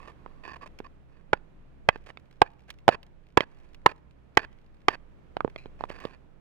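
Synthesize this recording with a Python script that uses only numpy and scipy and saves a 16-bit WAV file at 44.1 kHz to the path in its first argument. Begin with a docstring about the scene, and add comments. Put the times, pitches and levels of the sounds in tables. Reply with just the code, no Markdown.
"""A hand-held stone knocked eight times on the bedrock of a dry riverbed, close enough to overload the mics.
Each blow is a dead clack of two contacts; the stone then grinds on crushed grit and catches as it lifts.
Before and after, stones are dragged and set down; chips snap, crumbs trickle and a pebble skids.
A far engine hums under the quiet air. The right microphone faces the stones, the left faces away."""
import sys
import numpy as np
from scipy import signal
from scipy.fft import rfft, irfft
from scipy.io import wavfile

SR = 44100
rng = np.random.default_rng(int(sys.argv[2]) if len(sys.argv) > 2 else 0)


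def transcribe(u):
    """Save the signal u as a 16-bit wav file named by the first command-line argument.

    u: samples, shape (n,) or (channels, n), limited to [-1, 1]; the rate is SR.
    q: integer samples, one column per channel.
    """
    v = np.clip(np.atleast_2d(u).T, -1, 1)
    q = np.round(v * 32767).astype(np.int16)
    wavfile.write(sys.argv[1], SR, q)


N = 282448
TIME = np.arange(N) / SR
HIT_SAMPLES = 4096
SWUNG_RING, HELD_RING = 1.1, .85  # ring time factors: a stone swung freely, a stone held down
CHIP_T60_S = .022

# Hard blows, landing on one corner and tipping onto a second. Each row: start in seconds, level in dB,
# pitch factor, tipping time in seconds, second level in dB, second pitch factor, then thud, clink, crack
# and left mic in relative dB, grinding time in seconds, grinding level in dB at its start and at lift-off.
BLOWS = [(1.3314, -11, .87, 0.002117, -4.5, .98, -8, 1, -17.5, -11, 0.047, -52, -54.5),
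         (1.8886, -2.5, 1.09, .00153, -3, 1.34, -5, 1.5, -18, -10.5, .075, -57, -47),
         (2.4179, 7, 1.056, .00238, 1.5, 0.94, -13, -12, -19, -15, .062, -49, -51),
         (2.8805, 5.5, 1.014, .0085, 4.5, 0.84, -17, -11.5, -17, -10, .071, -37.5, -31.5),
         (3.3729, -4, 1.53, .0026, 3, 1.14, 4, -2, -16, -12.5, .066, -40.5, -37),
         (3.8609, -3.5, 1.15, .00224, 5, 1.24, -25, -4.5, -16.5, -6.5, .06, -33, -42),
         (4.3724, -2, 1.33, .0024, -2.5, 1.08, -7.5, 3, -20, -12.5, .081, -33.5, -41),
         (4.8838, -2.5, 1.39, .0025, -5.5, 1.07, -9, -2, -10, -9, .069, -40, -35)]
# Spectrum of a snapping splinter. Each row: frequency in Hz, relative level in dB.
CHIP_SPECTRUM = [(300, -14), (1000, -4.5), (2400, 4), (3800, -4), (5000, -8), (7000, -15.5), (10000, -22),
                 (15000, -25)]


def from_db(db):
    """Decibels to gain."""
    return 10 ** (np.asarray(db) / 20)


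def rms_one(x):
    """Scale to unit rms."""
    return x / np.sqrt(np.mean(x ** 2) + 1e-20)


def at_hz(points, hz):
    """Read a table on a log-frequency axis."""
    f, value = np.transpose(points)
    return np.interp(np.log(np.maximum(hz, 1)), np.log(f), value)


def colour(x, spectrum):
    """Causal (minimum-phase) filter with the given spectrum."""
    n = x.shape[-1]
    gain = from_db(at_hz(spectrum, np.fft.rfftfreq(n, 1 / SR)))
    cepstrum = irfft(np.log(gain), n)
    cepstrum[1:n // 2] *= 2
    cepstrum[n // 2 + 1:] = 0
    return irfft(rfft(x) * np.exp(rfft(cepstrum)), n)


def low_pass(x, hz, order=2):
    """Butterworth low-pass."""
    return signal.sosfilt(signal.butter(order, min(hz, .45 * SR), fs=SR, output="sos"), x + 1e-18)


def drift(per_s, size=N):
    """Wander between random values of spread 1."""
    knots = rng.standard_normal(1000)
    return np.interp(TIME[:size] * per_s, np.arange(len(knots)), knots)


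def place(out, start, sound, left_db):
    """Add a sound at start seconds; the left microphone faces away and hears it weaker."""
    i = max(int(start * SR), 0)
    part = sound[:N - i]
    out[:, i:i + len(part)] += np.outer([from_db(left_db), 1], part)


def ring(modes, pitch, lasting=1):
    """Damped sines struck together; grip and point of contact shift their pitch and ring time."""
    hz, db, t60 = np.transpose(modes)[:, :, None]
    t = TIME[:HIT_SAMPLES]
    return np.sum(from_db(db - 60 * t / (t60 * lasting)) * np.sin(2 * np.pi * hz * pitch * t), axis=0)


def open_air(gain_db=10):
    """Soft, low air over the riverbed, mostly different at each microphone."""
    # Spectrum of the air. Each row: frequency in Hz, relative level in dB.
    spectrum = [(12, -27), (20, 15), (33, -12.5), (72, -2.5), (94, -12.5), (135, -11.5), (310, -14),
                (347, -16), (571, -20), (713, -23.5), (1830, -31.5), (2100, -34.5), (2340, -33.5),
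                (4950, -49), (15000, -63.5)]
    # Its slow rise and fall. Each row: time in seconds, level in dB before the gain.
    swell = [(0.0, -59), (1.18, -63.5), (2.65, -65), (4.62, -65), (5.9, -59), (6.4, -64.5)]
    noise = rng.standard_normal((3, N))
    air = rms_one(colour(noise[:2] + .082 * noise[2], spectrum))
    return air * from_db(np.interp(TIME, *np.transpose(swell)) + gain_db + 1.1 * drift(2.7))


def far_engine(gain_db=-1):
    """An engine a long way off hums, each partial wavering in level and phase."""
    # The hum's partials. Each row: frequency in Hz, level in dB before the gain.
    partials = [(63, -61.5), (127, -65), (159, -67), (192, -71.5)]
    return sum(from_db(db + gain_db + 2 * drift(3)) * np.sin(2 * np.pi * hz * TIME + 2 * drift(5))
               for hz, db in partials)


def slips(size, per_s, spread_db, clump_db):
    """Stick and slip: a stream of uneven clicks that come in clumps."""
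    sizes = from_db(spread_db * np.minimum(rng.exponential(1, size), 3) + clump_db * drift(170, size))
    return sizes * rng.choice([-1, 1], size) * (rng.random(size) < per_s / SR)


def scrape(length_s, pressure_db, bright_hz, ring_db, hollow_db, edge_s=.004, points=5):
    """Sliding stone crushes fine grains; each coarser slip rings stone and bed at one of a few points."""
    # Spectrum of crushed grit. Each row: frequency in Hz, relative level in dB.
    grit_spectrum = [(100, -10.5), (400, 6.5), (750, 3), (1300, 0), (2300, 1.5), (4000, -12), (5400, -13.5),
                     (7000, -15.5), (10000, -17), (15000, -25.5)]
    # Modes of the stone and of its hollow bed. Each row: Hz at pitch 1, relative dB, t60 in seconds.
    stone_modes = [(1690, 0.5, 0.018), (2407, -3.5, 0.017), (3350, -14, 0.0045), (4339, -10.5, 0.019)]
    bed_modes = [(451.7, -13.5, 0.011), (1063.8, -0.5, 0.033)]
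    size, rings = SR // 3, 0
    coarse = slips(size, per_s=920, spread_db=4.5, clump_db=3)
    fine = slips(size, per_s=4000, spread_db=2.5, clump_db=5.5)
    grit = rms_one(colour(coarse + .5 * fine, grit_spectrum))
    point_of_slip = rng.integers(0, points, size)
    for point, pitch in enumerate(1.05 + .025 * rng.standard_normal(points)):
        body = ring(stone_modes, pitch) + from_db(hollow_db) * ring(bed_modes, pitch)
        rings = rings + signal.fftconvolve(coarse * (point_of_slip == point), body)[:size]
    rasp = low_pass(grit + from_db(ring_db) * rms_one(rings), bright_hz, order=1)
    t = TIME[:size]
    t = t[t < length_s + edge_s]
    stumbles = from_db(3 * drift(per_s=110, size=len(t)))  # the hand stumbles over the grains
    touching = np.clip(np.minimum(t, t[-1] - t) / edge_s, 0, 1)
    pressure = from_db(np.interp(t, np.linspace(0, t[-1], len(pressure_db)), pressure_db))
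    return rms_one(stumbles * rasp[-len(t):]) * touching * pressure


def drags(swell_db=.5, bright_hz=4294):
    """A stone is shifted over grit in short strokes, each swelling slightly."""
    # The strokes. Each row: start and end in seconds, level in dB, ringing and hollow bed in relative dB.
    strokes = [(0, .12, -47, 4, 10), (0.124, 0.427, -64.5, 23, 7.5), (0.434, 0.547, -41.5, 13, -1),
               (0.556, 0.568, -41.5, 5.5, 3), (0.61, .649, -42.5, 8, 4), (0.658, 0.676, -43.5, 1, 9),
               (0.84, 0.868, -45, 17.5, 4.5), (1.083, 1.216, -66.5, -0.5, 0.5), (2.06, 2.109, -48, -8, -3),
               (2.681, 2.696, -50, -6, -18.5), (3.466, 3.72, -66.5, -9, -1.5),
               (5.788, 5.855, -53.5, -6, -2), (5.885, 5.993, -47, 3.5, -0.5), (6.002, 6.088, -45.5, 1.5, 4),
               (6.093, 6.162, -53.5, 2, -6)]
    out = np.zeros((2, N))
    for start, end, db, ring_db, hollow_db in strokes:
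        pressure_db = [db - swell_db / 2, db + swell_db / 2]
        place(out, start, scrape(end - start, pressure_db, bright_hz, ring_db, hollow_db), left_db=-10)
    return out


def snap(spectrum, t60):
    """A brittle snap: coloured noise that dies at once, peak 1."""
    burst = colour(rng.standard_normal(HIT_SAMPLES) * from_db(-60 * TIME[:HIT_SAMPLES] / t60), spectrum)
    return burst / np.abs(burst).max()


def contact(pitch, thud_db, clink_db, crack_db, lasting):
    """Each contact rings the stone, thuds the bed and crushes grains; a blunt contact dulls the ring."""
    # Low, middle and high modes of stone on rock. Each row: Hz at pitch 1, relative dB, base t60 in seconds.
    thud = [(120, -22, .012), (300, -16, .015), (450, -9, .018)]
    clack = [(690, -10, .012), (850, 0, .014), (1020, -9, .016)]
    clink = [(1500, -5, .015), (1670, -9, .014), (2320, -7, .013), (3000, -13, .012), (4300, -24, .011),
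             (6000, -28, .009)]
    # Spectrum of cracking grains. Each row: frequency in Hz, relative level in dB.
    crack_spectrum = [(500, -10), (1500, -1.5), (3000, 7.5), (5000, -5), (8000, -30), (12000, -26),
                      (15500, -23)]
    groups = [(thud, thud_db), (clack, 0), (clink, clink_db)]
    body = sum(from_db(db) * ring(modes, pitch, lasting) for modes, db in groups)
    crack = from_db(crack_db) * snap(crack_spectrum, t60=.015)
    cutoff_hz = 2593 * 2 ** (clink_db / 31)  # a shorter contact clinks more and is brighter
    return low_pass(body, cutoff_hz) + crack


def knocks(sharper_db=3.5, low_cut_hz=140):
    """A light tap is one contact; a hard blow is two, milliseconds apart, the first corner sharper."""
    # Light taps. Each row: start in seconds, level in dB, pitch factor, thud, clink and crack in relative dB.
    taps = [(0.2619, -27.5, 1.21, 0.5, -11.5, -26), (.8025, -30, 0.95, 16, -2.5, -12),
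            (1.9591, -28.5, 1.06, 8, 1, -13.5), (2.103, -36, 1.24, 1, 6.5, -27.5),
            (2.173, -36.5, 1.53, -7, 9.5, -26.5), (3.4065, -17, 1.35, 13.5, 9.5, 0.5),
            (5.3684, -14.5, .9, -15, -7.5, -10), (5.4064, -12, 1.44, -30, -9.5, -35),
            (5.4475, -18.5, 1, 21, -23, -23), (5.478, -26.5, 1.02, 7.5, -8, -29),
            (5.561, -32, 1.43, 14.5, 9.5, -14), (5.6582, -36, 0.97, 17.5, -6, -9),
            (5.8086, -19.5, 1.03, -22, -19, -19.5), (5.8386, -14, 1.15, -24, -16, -22),
            (5.9026, -31, 1.3, 16.5, 4, -22), (6.0522, -27.5, 1.1, 21, -4, -1.5)]
    out = np.zeros((2, N))
    for start, db, pitch, tip_s, second_db, second_pitch, thud_db, clink_db, crack_db, left_db, *_ in BLOWS:
        first = contact(pitch, thud_db, clink_db + sharper_db, crack_db, SWUNG_RING)
        second = contact(second_pitch, thud_db, clink_db, crack_db, SWUNG_RING)
        place(out, start, from_db(db) * first, left_db)
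        place(out, start + tip_s, from_db(second_db) * second, left_db)
    for start, db, pitch, thud_db, clink_db, crack_db in taps:
        tap = contact(pitch, thud_db, clink_db, crack_db, HELD_RING)
        place(out, start, from_db(db) * tap, left_db=-10.5)
    # the knocks carry little deep bass
    return signal.sosfilt(signal.butter(2, low_cut_hz, "high", fs=SR, output="sos"), out + 1e-18)


def chips():
    """Loose splinters tick brightly as they snap and land."""
    # The ticks. Each row: start in seconds, peak level in dB.
    ticks = [(0.7885, -34), (2.311, -48.5), (2.703, -26), (2.787, -44), (3.030, -38.5), (3.746, -37.5),
             (4.11, -47.5), (5.499, -45.5), (5.897, -34.5), (6.002, -35.5)]
    out = np.zeros((2, N))
    for start, db in ticks:
        place(out, start, from_db(db) * snap(CHIP_SPECTRUM, CHIP_T60_S), left_db=-9.5)
    return out


def grinding(sag_db=3, catch_lead_s=.0052):
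    """After each blow the stone grinds, the pressure sagging midway, and catches as it is pulled away."""
    out = np.zeros((2, N))
    for start, *_, grind_s, grind_db, lift_db in BLOWS:
        pressure_db = [grind_db, (grind_db + lift_db) / 2 - sag_db, lift_db]
        grind = scrape(grind_s, pressure_db, bright_hz=2600, ring_db=6.5, hollow_db=-7)
        catch = contact(pitch=1.08, thud_db=0, clink_db=8, crack_db=-17, lasting=HELD_RING)
        place(out, start, grind, left_db=-10)
        place(out, start + grind_s - catch_lead_s, from_db(lift_db) * catch, left_db=-10)
    return out


def crumbs(start=1.9, end=4.85, softest_db=-62, spread_db=9, count=70):
    """Knocked-off crumbs trickle faintly over the rock."""
    out = np.zeros((2, N))
    for when, size in rng.random((count, 2)):
        tick = from_db(softest_db + spread_db * size ** 2) * snap(CHIP_SPECTRUM, CHIP_T60_S)
        place(out, start + when * (end - start), tick, left_db=-5)
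    return out


def pebble(start=5.58, level_db=-41, t60=.17):
    """A nudged pebble skids and chinks briefly as it comes to rest."""
    # The pebble's modes. Each row: Hz at pitch 1, relative dB, t60 in seconds.
    modes = [(2490, 7.5, 0.014), (3250, -17, 0.01), (4080, -3.5, 0.014)]
    out, size = np.zeros((2, N)), 2 * HIT_SAMPLES
    clicks = slips(size, per_s=1000, spread_db=4, clump_db=5.5)
    skid = signal.fftconvolve(clicks, ring(modes, pitch=.994))[:size]
    slowing = from_db(-60 * TIME[:size] / t60)
    place(out, start, from_db(level_db) * slowing * rms_one(skid), left_db=-3)
    return out


def microphones(x):
    """Sound bends round the housing to the left microphone, which changes its colour and phase."""
    # Left mic against right. Each row: frequency in Hz, gain in dB.
    left_colour = [(100, -12), (500, -4), (1000, -2.5), (2200, 2), (4500, 4.5), (9000, 4.5), (15000, -1.5)]
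    # Each row: frequency in Hz, phase shift in radians.
    left_phase = [(20, -2.5), (200, 2), (550, -0.5), (1000, 1.42), (1700, 1.11), (3500, 1.87), (15000, 1.5)]
    hz = np.fft.rfftfreq(N, 1 / SR)
    bend = from_db(at_hz(left_colour, hz)) * np.exp(1j * at_hz(left_phase, hz))
    return np.array([irfft(rfft(x[0]) * bend, N), x[1]])


def riverbed(x, rocks_db=-32, rocks_t60=.055, banks_db=-50, banks_t60=.64, dull_hz=3200):
    """Nearby rocks scatter a short tail, the banks a faint long one; both are weaker on the left."""
    t = TIME[:SR // 2]
    echoes = 0
    for db, t60 in [(rocks_db, rocks_t60), (banks_db, banks_t60)]:
        tail = low_pass(rng.standard_normal((2, len(t))), dull_hz) * from_db(-60 * t / t60) * (t > .003)
        echoes = echoes + from_db(db) * tail / np.sqrt(np.sum(tail ** 2, axis=1, keepdims=True))
    return signal.fftconvolve(x[1:], echoes, axes=1)[:, :N] * from_db([[-5], [0]])


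def scene():
    """Stones close to the microphones, the riverbed around them, air and engine beyond."""
    stones = knocks() + chips() + grinding() + drags() + pebble() + crumbs()
    foreground = microphones(stones) + riverbed(stones)
    background = (open_air() + far_engine()) * from_db([[-2], [2.5]])  # louder on the right
    return foreground + background


def record(dry, stopband_hz=16500):
    """The hard blows overload the microphones and clip flat; a steep filter cuts the top."""
    return signal.sosfilt(signal.cheby2(14, 60, stopband_hz, fs=SR, output="sos"), np.clip(dry, -1, 1))


dry = scene()
out = record(dry)
transcribe(out)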